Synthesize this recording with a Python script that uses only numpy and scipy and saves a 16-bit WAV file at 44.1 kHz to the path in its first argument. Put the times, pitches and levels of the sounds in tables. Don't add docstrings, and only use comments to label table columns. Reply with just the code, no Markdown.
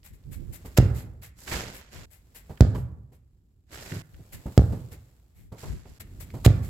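import sys
import numpy as np
from scipy import signal
from scipy.fft import rfft, irfft, next_fast_len
from scipy.io import wavfile

SR = 44100
rng = np.random.default_rng(int(sys.argv[2]) if len(sys.argv) > 2 else 0)


def materialize(psi):
    bounded = np.clip(np.atleast_2d(psi).T, -1, 1)
    quanta = np.round(bounded * 32767).astype(np.int16)
    wavfile.write(sys.argv[1], SR, quanta)


N = 295029
TIME_S = np.arange(N) / SR

# (time [s], level [dB], hardness [dB], slap [dB], garden answer [dB], left-right [dB])
KICKS = [(0.785, -1, 2.5, -26, -5.5, -2), (2.6075, 1.5, -1, -21, -8, -4),
         (4.5772, 0.45, 3.5, -22.5, -10, -2), (6.4622, 0, 2, -21, -8, -5.5)]
# (frequency [Hz], level [dB])
SLAP_SPECTRUM = [(200, -20), (700, -2), (1500, 2), (3200, 0), (5000, -1), (8000, -5), (16000, -12)]
AIR_SPECTRUM = [(15, -46.5), (25, -16), (52, -0.5), (125, -9.5), (200, -17.5), (400, -29), (800, -55),
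                (2000, -81)]
GRASS_SPECTRUM = [(150, 7), (450, 8), (1000, 0.5), (2000, -3.5), (3500, -5), (8000, -5), (16000, -7)]


def amp(db):
    return 10 ** (np.asarray(db) / 20)


def along(points, hz):
    f, v = np.transpose(points)
    return np.interp(np.log(hz + 1), np.log(f), v)


def pan(db):
    return amp(np.array([[db / 2], [-db / 2]]))


def filtered(x, response):
    n = x.shape[-1]
    size = next_fast_len(n + SR // 4)
    return irfft(rfft(x, size) * response(np.fft.rfftfreq(size, 1 / SR)), size)[..., :n]


def shade(x, side_db):
    shadow = [(400, 0.16), (2500, 0.36), (8000, 0.92)]  # (frequency [Hz], share of side_db [1])
    return filtered(x, lambda hz: amp(np.array([[side_db / 2], [-side_db / 2]]) * along(shadow, hz)))


def add(track, s, sound):
    part = track[..., max(round(s * SR), 0):][..., :sound.shape[-1]]
    part += sound[..., :part.shape[-1]]


def noise(spectrum, n=N, grain_db=0, direct=0):
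    # (frequency [Hz], left-right likeness [1])
    likeness = [(100, .96), (300, .85), (700, .45), (1400, 0), (14000, 0)]
    ms = np.arange(n) * 1000 / SR
    knots = int(ms[-1]) + 2
    grains = amp(grain_db * np.interp(ms, np.arange(knots), rng.standard_normal(knots)))

    def mid_side(hz):
        angle = np.arccos(np.clip(direct + (1 - direct) * along(likeness, hz), -1, 1)) / 2
        return amp(along(spectrum, hz)) * [np.cos(angle), np.sin(angle)]

    mid, side = filtered(rng.standard_normal((2, n)) * grains, mid_side)
    return np.array([mid + side, mid - side]) / np.sqrt(np.mean(mid ** 2))


def burst(spectrum, rise_s, t60_s, grain_db):
    t = np.arange(SR // 2) / SR
    puff = noise(spectrum, len(t), grain_db, direct=0.48)
    puff *= (1 - np.exp(-t / rise_s)) * amp(-60 * t / t60_s)
    return puff / np.sqrt(np.mean(puff[:, :SR // 25] ** 2))


def stroke(spectrum, length_s, grain_db, direct=0):
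    u = np.arange(SR // 3) / SR / length_s
    return noise(spectrum, len(u), grain_db, direct) * (2 * u * np.exp(1 - 2 * u)) ** 2.4


def crack(t60_s):
    t = np.arange(SR // 4) / SR
    envelope = (1 - np.exp(-t / .0006)) * amp(6 - 60 * t / t60_s)
    return noise(SLAP_SPECTRUM, len(t), grain_db=2, direct=.4) * envelope


def pulse(spectrum, size=16384):
    cepstrum = irfft(np.log(amp(along(spectrum, np.fft.rfftfreq(size, 1 / SR)))))
    cepstrum[1:size // 2] *= 2
    cepstrum[size // 2 + 1:] = 0
    return irfft(np.exp(rfft(cepstrum)))


def swell_db(s, hold_s, rise_db_per_s, fall_db_per_s):
    return -rise_db_per_s * np.maximum(s - TIME_S, 0) - fall_db_per_s * np.maximum(TIME_S - s - hold_s, 0)


def gate(s):
    spans = [(0, 2.056), (2.056, 4.02), (4.02, 5.985), (5.998, 6.7)]
    return sum((TIME_S >= start) & (TIME_S < end) for start, end in spans if start <= s < end)


def garden(x, far_echo_s=.13, far_width_s=0.0075, far_gain=0.48):
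    spectrum = [(25, -39.5), (55, -4.5), (80, 1.5), (122, -1), (190, -2.5), (400, -5.5), (700, -5),
                (1100, 7), (2000, 10), (5000, 5.5), (16000, -2.5)]
    decay = [(80, 0.9), (250, 0.74), (1000, 0.81), (3000, 0.37), (8000, 0.32), (16000, 0.073)]  # (frequency [Hz], T60 [s])
    hz, frame_s, bands = signal.stft(noise(spectrum, SR), SR, nperseg=256)
    bands *= amp(-60 * frame_s / along(decay, hz)[:, None])
    tail = signal.istft(bands, SR, nperseg=256)[1][:, :SR]
    t = np.arange(SR) / SR
    far_swell = 1 + far_gain * np.exp(-((t - far_echo_s) / far_width_s) ** 2)
    tail = tail * (1 - np.exp(-t / 0.0032)) * far_swell
    return signal.fftconvolve(x, tail / np.linalg.norm(tail[0]), axes=1)


def walls(x, dull_hz):
    reflections = [(0.014, -0.19), (0.016, 0.48), (.035, -0.082), (.0422, -.21), (0.0616, -0.091)]  # (delay [s], signed gain [1])
    echoes = lambda hz: sum(gain * np.exp(-2j * np.pi * hz * s) for s, gain in reflections)
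    return filtered(x, lambda hz: 1 + echoes(hz) / (1 + 1j * hz / dull_hz))


def movement(calm_grass_db=-83, calm_air_db=-60.5):
    efforts = [(-60, -46, 56.5), (-64, -55.5, 68), (-57, -59.5, 28.5), (-58, -40, 31)]
    plant_lead_s, follow_through_s, run_up_db_per_s = .06, 0.1, 23.5
    air_db_per_db = 0.56
    grass, air = np.full(N, amp(calm_grass_db)), np.full(N, amp(calm_air_db))
    for (s, *_), (grass_db, air_db, fall_db_per_s) in zip(KICKS, efforts):
        effort_db = swell_db(s - plant_lead_s, plant_lead_s + follow_through_s,
                             run_up_db_per_s, fall_db_per_s)
        grass = np.hypot(grass, gate(s) * amp(grass_db + effort_db))
        air = np.hypot(air, gate(s) * amp(air_db + air_db_per_db * effort_db))
    return grass * noise(GRASS_SPECTRUM, grain_db=3) + air * noise(AIR_SPECTRUM) * pan(-1.5)


def wind():
    gusts = [(0.088, 0.078, -48.5, 5), (0.239, 0.11, -38.5, -7), (0.342, 0.11, -40.5, -21),
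             (0.467, 0.065, -38, -11), (1.927, 0.1, -44, 4.5), (4.125, 0.055, -46, 0),
             (4.314, 0.081, -43.5, -8), (5.34, 0.17, -50.5, 4), (5.627, 0.14, -35, 5),
             (5.725, 0.033, -37, -10), (5.877, 0.057, -44.5, -0.5)]
    out = np.zeros((2, N))
    for s, length_s, db, side_db in gusts:
        ports = np.array([stroke(AIR_SPECTRUM, length_s, grain_db=2.0)[0] for _ in "LR"])
        add(out, s, amp(db) * ports * pan(side_db))
    return out


def swishes():
    strides = [(0.031, 0.056, -55.5, 8.5), (0.125, 0.037, -65, 7), (0.306, 0.056, -53.5, 8.5),
               (0.519, 0.048, -50, 11.5), (0.643, 0.042, -54, 2), (0.932, 0.084, -49.5, -3),
               (1.212, 0.056, -49, 0), (1.726, 0.065, -50.5, 4), (2.096, 0.07, -60, 10.5),
               (2.34, 0.054, -51.5, 7), (2.749, 0.068, -59.5, 1.5), (3.114, 0.051, -68.5, 2),
               (4.316, 0.045, -47, 1.5), (4.907, 0.043, -53, 0.5), (5.334, 0.113, -66.5, 2.5),
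               (5.996, 0.023, -45, 4.5), (6.195, 0.039, -47.5, 8), (6.613, 0.079, -53, -3.5)]
    cloth = [(200, -26.5), (500, -5.5), (1200, -10), (2100, -3.5), (3000, -9.5), (4500, -11), (7000, -10),
             (12000, -6.5), (16000, -13)]
    out = np.zeros((2, N))
    for s, length_s, db, side_db in strides:
        add(out, s, amp(db) * shade(stroke(cloth, length_s, grain_db=2.5), side_db))
    return out


def foliage(branch_db=-3.5):
    touches = [(1.39, .06, -60.5, -57), (1.483, .02, -42, -46), (1.525, 0.011, -33.5, -43),
               (1.931, 0.054, -49.5, -58.5), (3.731, 0.23, -47.5, -53.5), (5.59, 0.099, -53.5, -58),
               (5.874, .1, -66, -68)]
    twig_spectrum = [(100, 1.5), (350, 0), (700, -2.5), (1200, -6.5), (1600, -2.5), (2600, -6.5),
                     (4000, -10.5), (6500, -11), (16000, -49)]
    leaf_spectrum = [(2000, -26.5), (4200, 0), (7000, 1), (12000, 0), (16000, -8)]  # (frequency [Hz], level [dB])
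    rise_db_per_s, twig_fall_db_per_s, leaf_fall_db_per_s = 623, 79.5, 101
    twigs, leaves = np.zeros(N), np.zeros(N)
    for s, hold_s, twigs_db, leaves_db in touches:
        twig_swell = amp(twigs_db + swell_db(s, hold_s, rise_db_per_s, twig_fall_db_per_s))
        leaf_swell = amp(leaves_db + swell_db(s, hold_s, rise_db_per_s, leaf_fall_db_per_s))
        twigs = np.hypot(twigs, gate(s) * twig_swell)
        leaves = np.hypot(leaves, gate(s) * leaf_swell)
    clatter, hiss = noise(twig_spectrum, grain_db=4), noise(leaf_spectrum, grain_db=3.5)
    shudder = amp(branch_db) * noise(AIR_SPECTRUM)
    return twigs * (clatter + shudder) * pan(-2.0) + leaves * hiss * pan(-2.6)


def snaps(q=2.5):
    cracks = [(0.031, -51, 3470), (0.237, -61, 4070), (1.4765, -27, 1600), (1.516, -26.5, 2010),
              (2.574, -40.5, 1630), (2.748, -32.5, 952), (2.757, -33, 1060), (3.743, -35, 1510),
              (3.9196, -34, 1680), (4.143, -46, 1954), (4.726, -36, 845), (5.525, -58, 870),
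              (5.635, -42, 780), (5.855, -47, 890), (6.3023, -44.5, 2160)]
    out = np.zeros((2, N))
    for s, db, pitch_hz in cracks:
        wood = lambda hz: 1j * hz * pitch_hz / q / (pitch_hz ** 2 - hz ** 2 + 1j * hz * pitch_hz / q)
        add(out, s, amp(db) * filtered(crack(t60_s=0.019), wood))
    return out * pan(-2)


def steps():
    impacts = [(.645, -42.5, -50.5), (1.515, -36.5, -50.5), (2.493, -39, -47), (2.744, -33, -41.5),
               (3.116, -55.5, -64), (3.915, -34.5, -55), (3.959, -34, -60), (4.19, -46.5, -67.5),
               (4.456, -32.5, -46), (4.72, -29, -44), (4.917, -45, -56.5), (5.518, -40, -49),
               (5.63, -44.5, -45), (5.851, -51.5, -56.5), (6.338, -33.5, -46)]
    thud = [(25, -27.5), (55, -6), (120, 0.5), (220, -11.5), (400, -20.5), (800, -37.5), (2000, -68)]
    scuff = [(150, -11.5), (400, 11), (900, 2.5), (1600, -11.5), (3000, -18.5), (7000, -21.5), (16000, -23)]
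    out = np.zeros((2, N))
    for s, thud_db, scuff_db in impacts:
        step = np.zeros((2, N))
        add(step, s, amp(thud_db) * burst(thud, rise_s=.003, t60_s=.17, grain_db=0))
        add(step, s, amp(scuff_db) * burst(scuff, rise_s=0.0048, t60_s=0.19, grain_db=3.0))
        out += gate(s) * step
    return out * pan(-1.5)


def skims(graze_db=-15.0, spray_db=-28.5):
    swings = [(0.7716, .009, -20.5), (6.446, .013, -23.5)]  # (time [s], length [s], level [dB])
    turf = [(100, -11), (400, 4.5), (1000, 5), (1700, 2), (4000, -1.5), (9000, -3), (16000, -6)]  # (frequency [Hz], level [dB])
    out = np.zeros((2, N))
    for s, length_s, db in swings:
        add(out, s - .006, amp(db + graze_db) * stroke(turf, 2 * length_s, grain_db=3.5))
        add(out, s, amp(db) * stroke(turf, length_s, grain_db=3, direct=.5))
        spray = burst(GRASS_SPECTRUM, rise_s=.004, t60_s=.3, grain_db=4)
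        add(out, s + length_s, amp(db + spray_db) * spray)
    return out * pan(-2.5)


def kicks(click_db=19):
    thump_spectrum = [(15, -50), (25, -15), (45, 33), (65, 45), (100, 46), (135, 42), (200, 32),
                      (290, 27.5), (500, 24), (780, 14), (1000, 1), (1500, 4), (2800, -7), (10000, -45)]
    # (frequency [Hz], share of hardness [1])
    lift = [(170, 0), (450, 0.93), (900, 0.55), (2000, 0)]
    out, size = np.zeros((2, N)), SR // 4
    click = -pulse(SLAP_SPECTRUM)[:size]
    for s, db, hard_db, slap_db, garden_db, side_db in KICKS:
        spectrum = [(hz, level + db + hard_db * along(lift, hz)) for hz, level in thump_spectrum]
        thump = walls(-pulse(spectrum)[:size], dull_hz=980)
        scattered = garden(thump[None] + amp(slap_db + click_db) * click)
        add(out, s, shade(thump + amp(slap_db) * crack(t60_s=0.0089), side_db))
        add(out, s, amp(garden_db) * shade(scattered, side_db=-4))
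    return out * pan(-1.7)


def scene():
    small = skims() + steps() + swishes() + snaps()
    return kicks() + small + amp(-15) * garden(small)[:, :N] + foliage() + wind() + movement()


def record(dry, top_hz=15950):
    response = [(5000, 0), (6200, -2.5), (7100, 3), (7950, 3.5), (8400, -4), (10500, -3), (12700, 2),
                (15500, -4)]
    # (frequency [Hz], left-right [dB])
    balance = [(600, 0), (2000, -2.5), (5000, -4), (9000, 3), (14000, 6)]
    coloured = filtered(dry, lambda hz: amp(along(response, hz) + np.outer([.5, -.5], along(balance, hz))))
    return filtered(np.clip(coloured, -1, 1), lambda hz: hz < top_hz)


dry = scene()
out = record(dry)
materialize(out)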